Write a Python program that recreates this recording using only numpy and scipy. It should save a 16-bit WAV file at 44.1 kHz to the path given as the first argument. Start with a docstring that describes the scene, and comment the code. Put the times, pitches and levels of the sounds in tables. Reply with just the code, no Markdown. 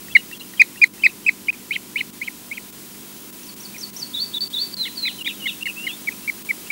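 """Hiss, a low rush, mains hum and a thin line whistle come first and never stop. Almost at once two ospreys
pipe at their nest, right beside the microphone: short pips, the first ones loud enough to overload it, with
faint ticks and chirps around them. Yelps that break upward follow, then thin sliding whistles that run into
a second row of pips. Calls are swept tones with overtones, shaped by a throat resonance and echoed by nest
and trees; the bed is coloured noise and steady sines. Now and then the sound cuts out briefly."""
import sys
import numpy as np
from scipy import signal
from scipy.fft import rfft, irfft, next_fast_len
from scipy.io import wavfile
from scipy.ndimage import uniform_filter1d, map_coordinates

SR = 44100
rng = np.random.default_rng(int(sys.argv[2]) if len(sys.argv) > 2 else 0)


def unload_wav(signal):
    """Save mono or channel-first audio to the path in sys.argv[1] as 16-bit WAV at rate SR, clipped to [-1, 1]."""
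    wavfile.write(
        sys.argv[1],
        SR,
        np.round(np.clip(np.atleast_2d(signal).T, -1, 1) * 32767).astype(np.int16),
    )


N = 295911
TIME = np.arange(N) / SR
MAINS_HZ = 50


def amp(db):
    """Level to amplitude: 20 dB is a factor of ten."""
    return 10 ** (np.asarray(db) / 20)


def unit(x):
    """Normalisation to unit root mean square."""
    return x / np.sqrt(np.mean(x ** 2) + 1e-20)


def along(points, hz):
    """Interpolation of (f/Hz, value) points on a logarithmic frequency axis."""
    f, value = np.transpose(points)
    return np.interp(np.log(hz + 1), np.log(f + 1), value)


def wobble(rate, size):
    """Band-limited random modulation: a smooth curve through random knots, rate knots a second."""
    knots = rng.standard_normal(int(size * rate / SR) + 4)
    return map_coordinates(knots, [np.arange(size) * rate / SR])


def filtered(x, response):
    """Linear filtering: the spectrum times a response of frequency."""
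    m = next_fast_len(N + SR // 2)
    spectrum = rfft(x, m)
    return irfft(spectrum * response(np.fft.rfftfreq(m, 1 / SR)), m)[:N]


def noise(spectrum):
    """Coloured noise of rms 1: white noise under a spectral envelope."""
    return unit(filtered(rng.standard_normal(N), lambda hz: amp(along(spectrum, hz))))


def tone(hz):
    """Simple harmonic oscillation of rms 1 at a random phase."""
    return np.sqrt(2) * np.sin(2 * np.pi * (hz * TIME + rng.random()))


def add(track, s, sound):
    """Superposition: mix a sound into the track at time s."""
    part = track[max(round(s * SR), 0):][:len(sound)]
    part += sound[:len(part)]


def floor_levels():
    """Slow level drift: hiss and line whistle levels against time, before their trims."""
    # steady background: t/s, hiss level/dB, line whistle level/dB
    floor = [(0.0, -44.5, -47), (1.25, -46, -61), (3.18, -44.5, -49), (6.47, -42.5, -47.5),
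             (6.71, -42, -52)]
    s, *levels = np.transpose(floor)
    return [np.interp(TIME, s, level) for level in levels]


def hiss(hiss_db, on, trim_db=5.0, dropout_db=-8):
    """Broadband noise, nearly flat in spectrum, that weakens in a dropout."""
    # hiss spectrum: f/Hz, relative level per Hz/dB
    colour = [(100, -7.5), (600, -2), (1000, -1.5), (1500, -3.5), (3000, -.5), (5000, -1.3), (10000, -0.23),
              (15500, -0.63)]
    return amp(hiss_db + trim_db + dropout_db * (1 - on)) * noise(colour)


def rush(hiss_db, on, mean_db=-47.0, follow=.3, dropout_db=-3):
    """Low-frequency band noise that follows the hiss drift in part and dips a little in a dropout."""
    # rush spectrum: f/Hz, relative level per Hz/dB
    colour = [(20, -19), (65, -31), (110, -7), (170, 0), (260, 1), (380, -3.5), (500, -10.5), (700, -35),
              (1500, -26)]
    drift = follow * (hiss_db - hiss_db.mean())
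    return amp(mean_db + drift + dropout_db * (1 - on)) * noise(colour)


def mains(buzz_db=-76, trim_db=-1.5):
    """Harmonic series of the mains frequency, each level slightly unsteady, with a faint steady buzz."""
    # hum harmonics: f/Hz, rms level before the trim/dB
    harmonics = [(50, -66), (100, -64.5), (150, -62.5), (200, -50), (250, -54), (300, -53), (350, -56.5),
                 (400, -60), (450, -70), (500, -69), (900, -69), (1000, -60.5), (1400, -70), (1500, -78)]
    hum = sum(amp(db + trim_db + wobble(2.88, N)) * tone(hz) for hz, db in harmonics)
    buzz = sum(tone(MAINS_HZ * k) for k in range(11, 33))
    return hum + amp(buzz_db) * buzz


def line_whistle(line_db, trim_db=3, line_hz=15625):
    """A gated sine: scanning at the line rate whistles and pauses between fields."""
    scanning = TIME * MAINS_HZ % 1 > .06
    return amp(line_db + trim_db) * scanning * tone(line_hz)


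def bump(s=0.13, width=0.046, db=-47):
    """Noise under a Gaussian envelope: a soft low bump around the first pip."""
    envelope = np.exp(-((TIME - s) / width) ** 2 / 2)
    return amp(db) * envelope * noise([(40, -18), (140, 2), (300, -21), (900, -60)])


def ticks(ring_hz=1900, t60=0.025, crack=0.41):
    """Damped oscillation: a small click of the bill rings and cracks ahead of the first pips."""
    # bill clicks: t/s, level/dB
    clicks = [(.084, -32), (0.314, -29), (.537, -30.5), (.759, -33.5), (.980, -38)]
    out, t = np.zeros(N), np.arange(SR // 20) / SR
    for s, db in clicks:
        click = np.sin(2 * np.pi * ring_hz * t) + crack * rng.standard_normal(len(t))
        add(out, s, amp(db - 60 * t / t60) * click)
    return out


def progress(length, edge):
    """Normalised time: share of a note's length gone by, with half a fade (edge, s) before and after."""
    return np.arange(-edge / 2, length + edge / 2, 1 / SR) / length


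def strain(s):
    """Spectral brightening under effort: overtone offset in dB of a short note at time s."""
    # forced pips are brighter: t/s, overtone offset/dB
    effort = [(.15, -0.5), (1.1, 2), (1.5, -6.5), (5.8, 5.5), (6.1, -9)]
    return np.interp(s, *np.transpose(effort))


def whistle(hz, db, edge, waver, flutter_db, overtone_db):
    """Source and filter: the syrinx's nearly pure tone swells as it sweeps the throat's resonance."""
    # throat resonance, acting on the fundamental: f/Hz, gain/dB
    throat = [(1700, 1), (1950, 8), (2120, 9.5), (2220, 8), (2340, 3.5), (2470, 4.5), (2610, -1),
              (2800, 1.5), (7000, 2)]
    # overtones by their own frequency: f/Hz, level re note before offset and flutter/dB
    overtones = [(3400, -6), (4200, -17), (5000, -25.5), (6500, -47), (7350, -37.5), (7750, -24.5),
                 (9000, -38.5), (12000, -44)]
    size = len(hz)
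    # waver is a share of the pitch
    phase = 2 * np.pi * np.cumsum(hz * (1 + waver * wobble(351.6, size))) / SR
    wave = amp(along(throat, hz)) * np.sin(phase)
    for k in range(2, 5):
        overtone_level = along(overtones, k * hz) + overtone_db + 4.8 * wobble(336, size)
        wave += amp(overtone_level) * np.sin(k * phase)
    n = np.arange(size)
    to_nearest_end = np.minimum(n, n[::-1])
    gate = np.sin(np.pi / 2 * np.clip(to_nearest_end / (edge * SR), 0, 1)) ** 2
    return wave * gate * amp(db + flutter_db * wobble(133.5, size))


def chirps(rise=0.068, drop=0.131, sag=1.8):
    """Frequency modulation: up-chirps climb evenly, down-chirps sink ever faster; gentle ones fade softly."""
    # upward chirps around the pips: t/s, length/s, start f/Hz, level before throat gain/dB
    upward = [(.1, .017, 2580, -38), (.168, .005, 2760, -16.5), (.324, .017, 2650, -32),
              (.399, 0.0092, 3900, -34.5), (.409, .011, 2770, -31.5), (.771, .02, 2650, -39),
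              (.995, .016, 2560, -41), (5.61, 0.009, 2640, -32), (5.625, .011, 2720, -22),
              (6.235, 0.023, 2620, -43.5), (6.662, 0.015, 2620, -39.5)]
    # downward chirps close to a pip: t/s, length/s, start f/Hz, level before throat gain/dB
    downward = [(.116, 0.018, 3420, -40), (.192, 0.013, 2930, -35), (.343, .016, 3450, -42),
                (.573, .013, 3280, -37.5), (1.022, .014, 3130, -33.5), (1.09, .012, 2760, -34.5),
                (1.245, .014, 3180, -39.5), (1.47, .011, 3070, -35.5), (1.53, 0.019, 2650, -40),
                (5.035, .018, 2700, -37), (5.284, 0.028, 2840, -31.5), (5.477, .023, 2900, -26),
                (5.655, 0.038, 2860, -30.5), (5.683, 0.024, 2880, -26), (5.884, 0.031, 2890, -29.5),
                (6.116, .012, 2650, -35)]
    out = np.zeros(N)
    # rise and drop are shares of the start pitch
    for rows, bend, power in (upward, rise, 1), (downward, -drop, sag):
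        for s, length, start_hz, db in rows:
            edge = np.interp(db, [-36, -27], [.011, .005])
            hz = start_hz * (1 + bend * np.clip(progress(length, edge), 0, 1) ** power)
            note = whistle(hz, db, edge, waver=.013, flutter_db=1.0, overtone_db=strain(s) - 4)
            add(out, s - edge / 2, note)
    return out


def pips(crest=0.394, droop=2.09, edge=.005, swell_db=0.5, haze_db=-36):
    """Frequency modulation with turbulence: each pip bends at its crest, drops ever faster, and carries air noise."""
    # piping calls: t/s, length/s, start f/Hz, crest f/Hz, end f/Hz, level before throat gain/dB
    calls = [(.152, .017, 2360, 2162, 1830, -9), (0.597, .024, 2320, 2487, 1965, -7.9),
             (.817, .027, 2330, 2460, 1924, -9.5), (1.037, .032, 2310, 2575, 1906, -11),
             (1.265, 0.03, 2410, 2620, 1990, -13.5), (1.485, 0.037, 2217, 2520, 2030, -16.5),
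             (3.742, 0.027, 2340, 2500, 1980, -41.5), (4.854, 0.031, 1860, 2220, 1790, -38),
             (5.055, 0.03, 2120, 2540, 1910, -27.5), (5.261, .019, 2180, 2440, 1780, -26.3),
             (5.458, .016, 2230, 2165, 1890, -27.5), (5.655, .02, 2230, 2165, 1860, -28.6),
             (5.867, 0.013, 2240, 2140, 1860, -27.5), (6.073, 0.019, 2350, 2290, 1960, -23.5),
             (6.278, .023, 2190, 2370, 2040, -23), (6.49, .024, 2340, 2306, 2006, -22),
             (6.703, .026, 2226, 2370, 2000, -22.3)]
    # air noise in a forced pip: f/Hz, relative level per Hz/dB
    haze = [(1500, -50), (2600, -5), (3700, 3), (4600, -8), (6000, -17.5), (12000, -26)]
    out = np.zeros(N)
    for s, length, start_hz, crest_hz, end_hz, db in calls:
        u = np.clip(progress(length, edge), -.1, 1.1)
        before = np.maximum(1 - u / crest, 0) ** 2
        after = np.maximum((u - crest) / (1 - crest), 0) ** droop
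        hz = crest_hz + (start_hz - crest_hz) * before + (end_hz - crest_hz) * after
        level = db + swell_db * (u - .5)
        note = whistle(hz, level, edge, waver=0.01, flutter_db=0.8, overtone_db=strain(s))
        add(out, s - edge / 2, note)
    envelope = uniform_filter1d(np.abs(out), size=200)
    return out + amp(haze_db) * envelope * noise(haze)


def connected():
    """Gating: 1 while the sound comes through, 0 during a dropout, with brief ramps."""
    # moments when the sound cuts out: t/s, length/s
    gaps = [(0.379, 0.018), (0.878, 0.058), (1.504, .023), (2.105, 0.0244), (2.706, 0.02), (3.306, .021),
            (3.544, 0.019), (3.905, 0.026), (4.385, 0.022), (4.481, 0.021), (4.745, 0.023), (5.226, 0.021),
            (5.635, .021), (6.427, .021)]
    off = sum((TIME > s) & (TIME < s + length) for s, length in gaps)
    return 1 - uniform_filter1d(np.minimum(off, 1) * 1., size=30)


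def rasp(pitch, db, beat_hz=850, spread=0.31, upper_db=-6, lower_db=-12, break_hz=2850):
    """Sidebands: above the break a second, unsteady oscillation roughens the tone."""
    beat = beat_hz * (1 + spread * wobble(498, len(pitch)))
    side = lambda hz: np.sin(2 * np.pi * np.cumsum(hz) / SR)
    broken = np.clip((pitch - break_hz) / 100, 0, 1)
    return broken * amp(db) * (amp(upper_db) * side(pitch + beat) + amp(lower_db) * side(pitch - beat))


def yelps(edge=0.0036, arch=0.0465, push_db=1):
    """Register break: a yelp climbs and swells, jumps to a thin, rough arch, then drops back."""
    # drawn-out pips that break upward: t/s, length/s, top f/Hz, level before throat gain/dB, change at the top/dB
    calls = [(1.709, .058, 3190, -23, -6), (1.959, .056, 3010, -22, -6.5), (2.215, .072, 3190, -28, -14),
             (2.513, 0.071, 3210, -31, -14)]
    start_hz, break_hz, end_hz = 2070, 2478, 1970
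    breaks_at, returns_at, jump = .25, .87, .09  # shares of the length
    out = np.zeros(N)
    for s, length, top_hz, db, top_db in calls:
        u = progress(length, edge)
        low = np.interp(u, [0, breaks_at, returns_at, 1], [start_hz, break_hz, break_hz, end_hz])
        across = 2 * (u - breaks_at) / (returns_at - breaks_at) - 1  # -1 to 1 over the arch
        broken = np.clip(np.minimum(u - breaks_at, returns_at - u) / jump, 0, 1)
        high = top_hz * (1 - 2 * arch * across ** 2)
        hz = uniform_filter1d(low + broken * (high - low), size=180)
        push = push_db * ((low - start_hz) / (break_hz - start_hz) - .5)
        level = db + (1 - broken) * push + broken * top_db
        note = whistle(hz, level, edge, waver=0.019, flutter_db=1.0, overtone_db=-3.5)
        add(out, s - edge / 2, note + rasp(hz, level))
    return out


def slide(path, at, db, edge):
    """Continuous glide: one smooth whistle along a path of pitch and level."""
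    knots, hz, level = np.transpose(path)
    pitch = uniform_filter1d(np.interp(at, knots, hz), size=180)
    level = db + np.interp(at, knots, level)
    return whistle(pitch, level, edge, waver=0.006, flutter_db=1.5, overtone_db=-13)


def slides(edge=.0056):
    """Time scaling: each call stretches the shape of its kind to its own length; an upward slur ends the run."""
    # Shapes: share of the length, f/Hz, level/dB. Calls: t/s, length/s, level/dB.
    # The two levels add, before the throat gain.
    # thin peeps that grow louder one by one and are faintest at their peak
    peep_shape = [(0, 5580, 0), (.31, 6750, -19), (.44, 5700, -5), (.62, 5000, -13), (.75, 4520, 0.5),
                  (1, 4300, -6)]
    peep_calls = [(3.43, .08, -38), (3.602, 0.07, -33), (3.782, .072, -26.5), (3.965, 0.081, -24)]
    # a flick up, a dip, then a scoop to a held high note
    scoop_shape = [(0, 3150, -21), (.14, 3895, 1), (.29, 3560, -4.5), (.43, 3460, -2.5), (.55, 4200, -1),
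                   (.73, 4540, 0), (1, 4613, -7)]
    scoop_calls = [(4.131, .12, -22), (4.33, 0.12, -21), (4.526, .123, -20.5)]
    # a long sag that tumbles at the end
    fall_shape = [(0, 4800, -21), (.15, 4436, -2), (.34, 4190, -10.5), (.47, 4108, 0), (.66, 3980, -0.5),
                  (.83, 3107, -7), (1, 2360, -22)]
    fall_calls = [(4.722, .165, -20.5), (4.955, .165, -21.5)]
    # a low sag, a hump and a drop
    hump_shape = [(0, 3070, -12.5), (.26, 2780, -4), (.46, 3140, -5), (.64, 3850, 2), (.8, 3110, -6),
                  (1, 2550, -8.5)]
    hump_calls = [(5.185, .14, -24), (5.4, .135, -25.5)]
    # the one upward slur: t/s, f/Hz, level before throat gain/dB
    slur = [(5.757, 2554, -38), (5.785, 2700, -27), (5.834, 2777, -29), (5.88, 3090, -34),
            (5.91, 3370, -32.5), (5.955, 3730, -42)]
    kinds = ((peep_shape, peep_calls), (scoop_shape, scoop_calls),
             (fall_shape, fall_calls), (hump_shape, hump_calls))
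    out = np.zeros(N)
    for shape, calls in kinds:
        for s, length, db in calls:
            add(out, s - edge / 2, slide(shape, progress(length, edge), db, edge))
    t = np.arange(slur[0][0], slur[-1][0], 1 / SR)
    add(out, t[0], slide(slur, t, 0, edge))
    return out


def outdoors(x, nest_db, trees_db, nest_t60=0.067):
    """Scattering and reverberation: the nest's sticks reply after 3 ms, the treetops answer faintly."""
    # what the nest scatters back: f/Hz, gain/dB
    stick_colour = [(2100, -8), (2700, 6.5), (3500, 12.5), (4100, 8.5), (5000, 5), (8000, -2)]
    # decay time among the trees: f/Hz, t60/s
    tree_decay = [(2000, 0.39), (4500, 0.58), (10000, 0.39)]
    t = np.arange(SR // 8) / SR
    sticks = rng.standard_normal(len(t)) * amp(-60 * t / nest_t60) * (t > .003)
    # each frequency of the tree response dies away at its own rate
    hz, t, z = signal.stft(rng.standard_normal(SR // 2), SR, nperseg=256)
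    decay = amp(-60 * t / along(tree_decay, hz)[:, None])
    trees = signal.istft(z * decay, SR, nperseg=256)[1]
    answer = lambda h: signal.fftconvolve(x, h / np.linalg.norm(h))[:N]
    scatter = filtered(answer(sticks), lambda hz: amp(along(stick_colour, hz)))
    return x + amp(nest_db) * scatter + amp(trees_db) * answer(trees)


def birds(bounce=0.39, bounce_s=.0042, far_db=-2.0):
    """Comb interference: the sliding whistles beat against their bounce off the nest; the pips lack it."""
    near = pips() + chirps() + ticks() + yelps()
    comb = lambda hz: 1 + bounce * np.exp(-2j * np.pi * hz * bounce_s)
    far = filtered(amp(far_db) * slides(), comb)
    near_heard = outdoors(near, nest_db=-15, trees_db=-37)
    far_heard = outdoors(far, nest_db=-21.0, trees_db=-12.5, nest_t60=.15)
    return near_heard + far_heard


def scene():
    """Superposition: birds and most of the hiss vanish in a dropout; hum and line whistle run on."""
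    hiss_db, line_db = floor_levels()
    on = connected()
    bed = hiss(hiss_db, on) + rush(hiss_db, on) + mains() + line_whistle(line_db)
    return (bed + bump() + on * birds())[None]


def record(dry, top=1.02, hardness=16, band_limit_hz=15780):
    """Saturation and band limiting: the input clips on the loudest pips and passes nothing above its limit."""
    x = dry[0] / (1 + np.abs(dry[0] / top) ** hardness) ** (1 / hardness)
    return filtered(x, lambda hz: hz < band_limit_hz)[None]


dry = scene()
out = record(dry)
unload_wav(out)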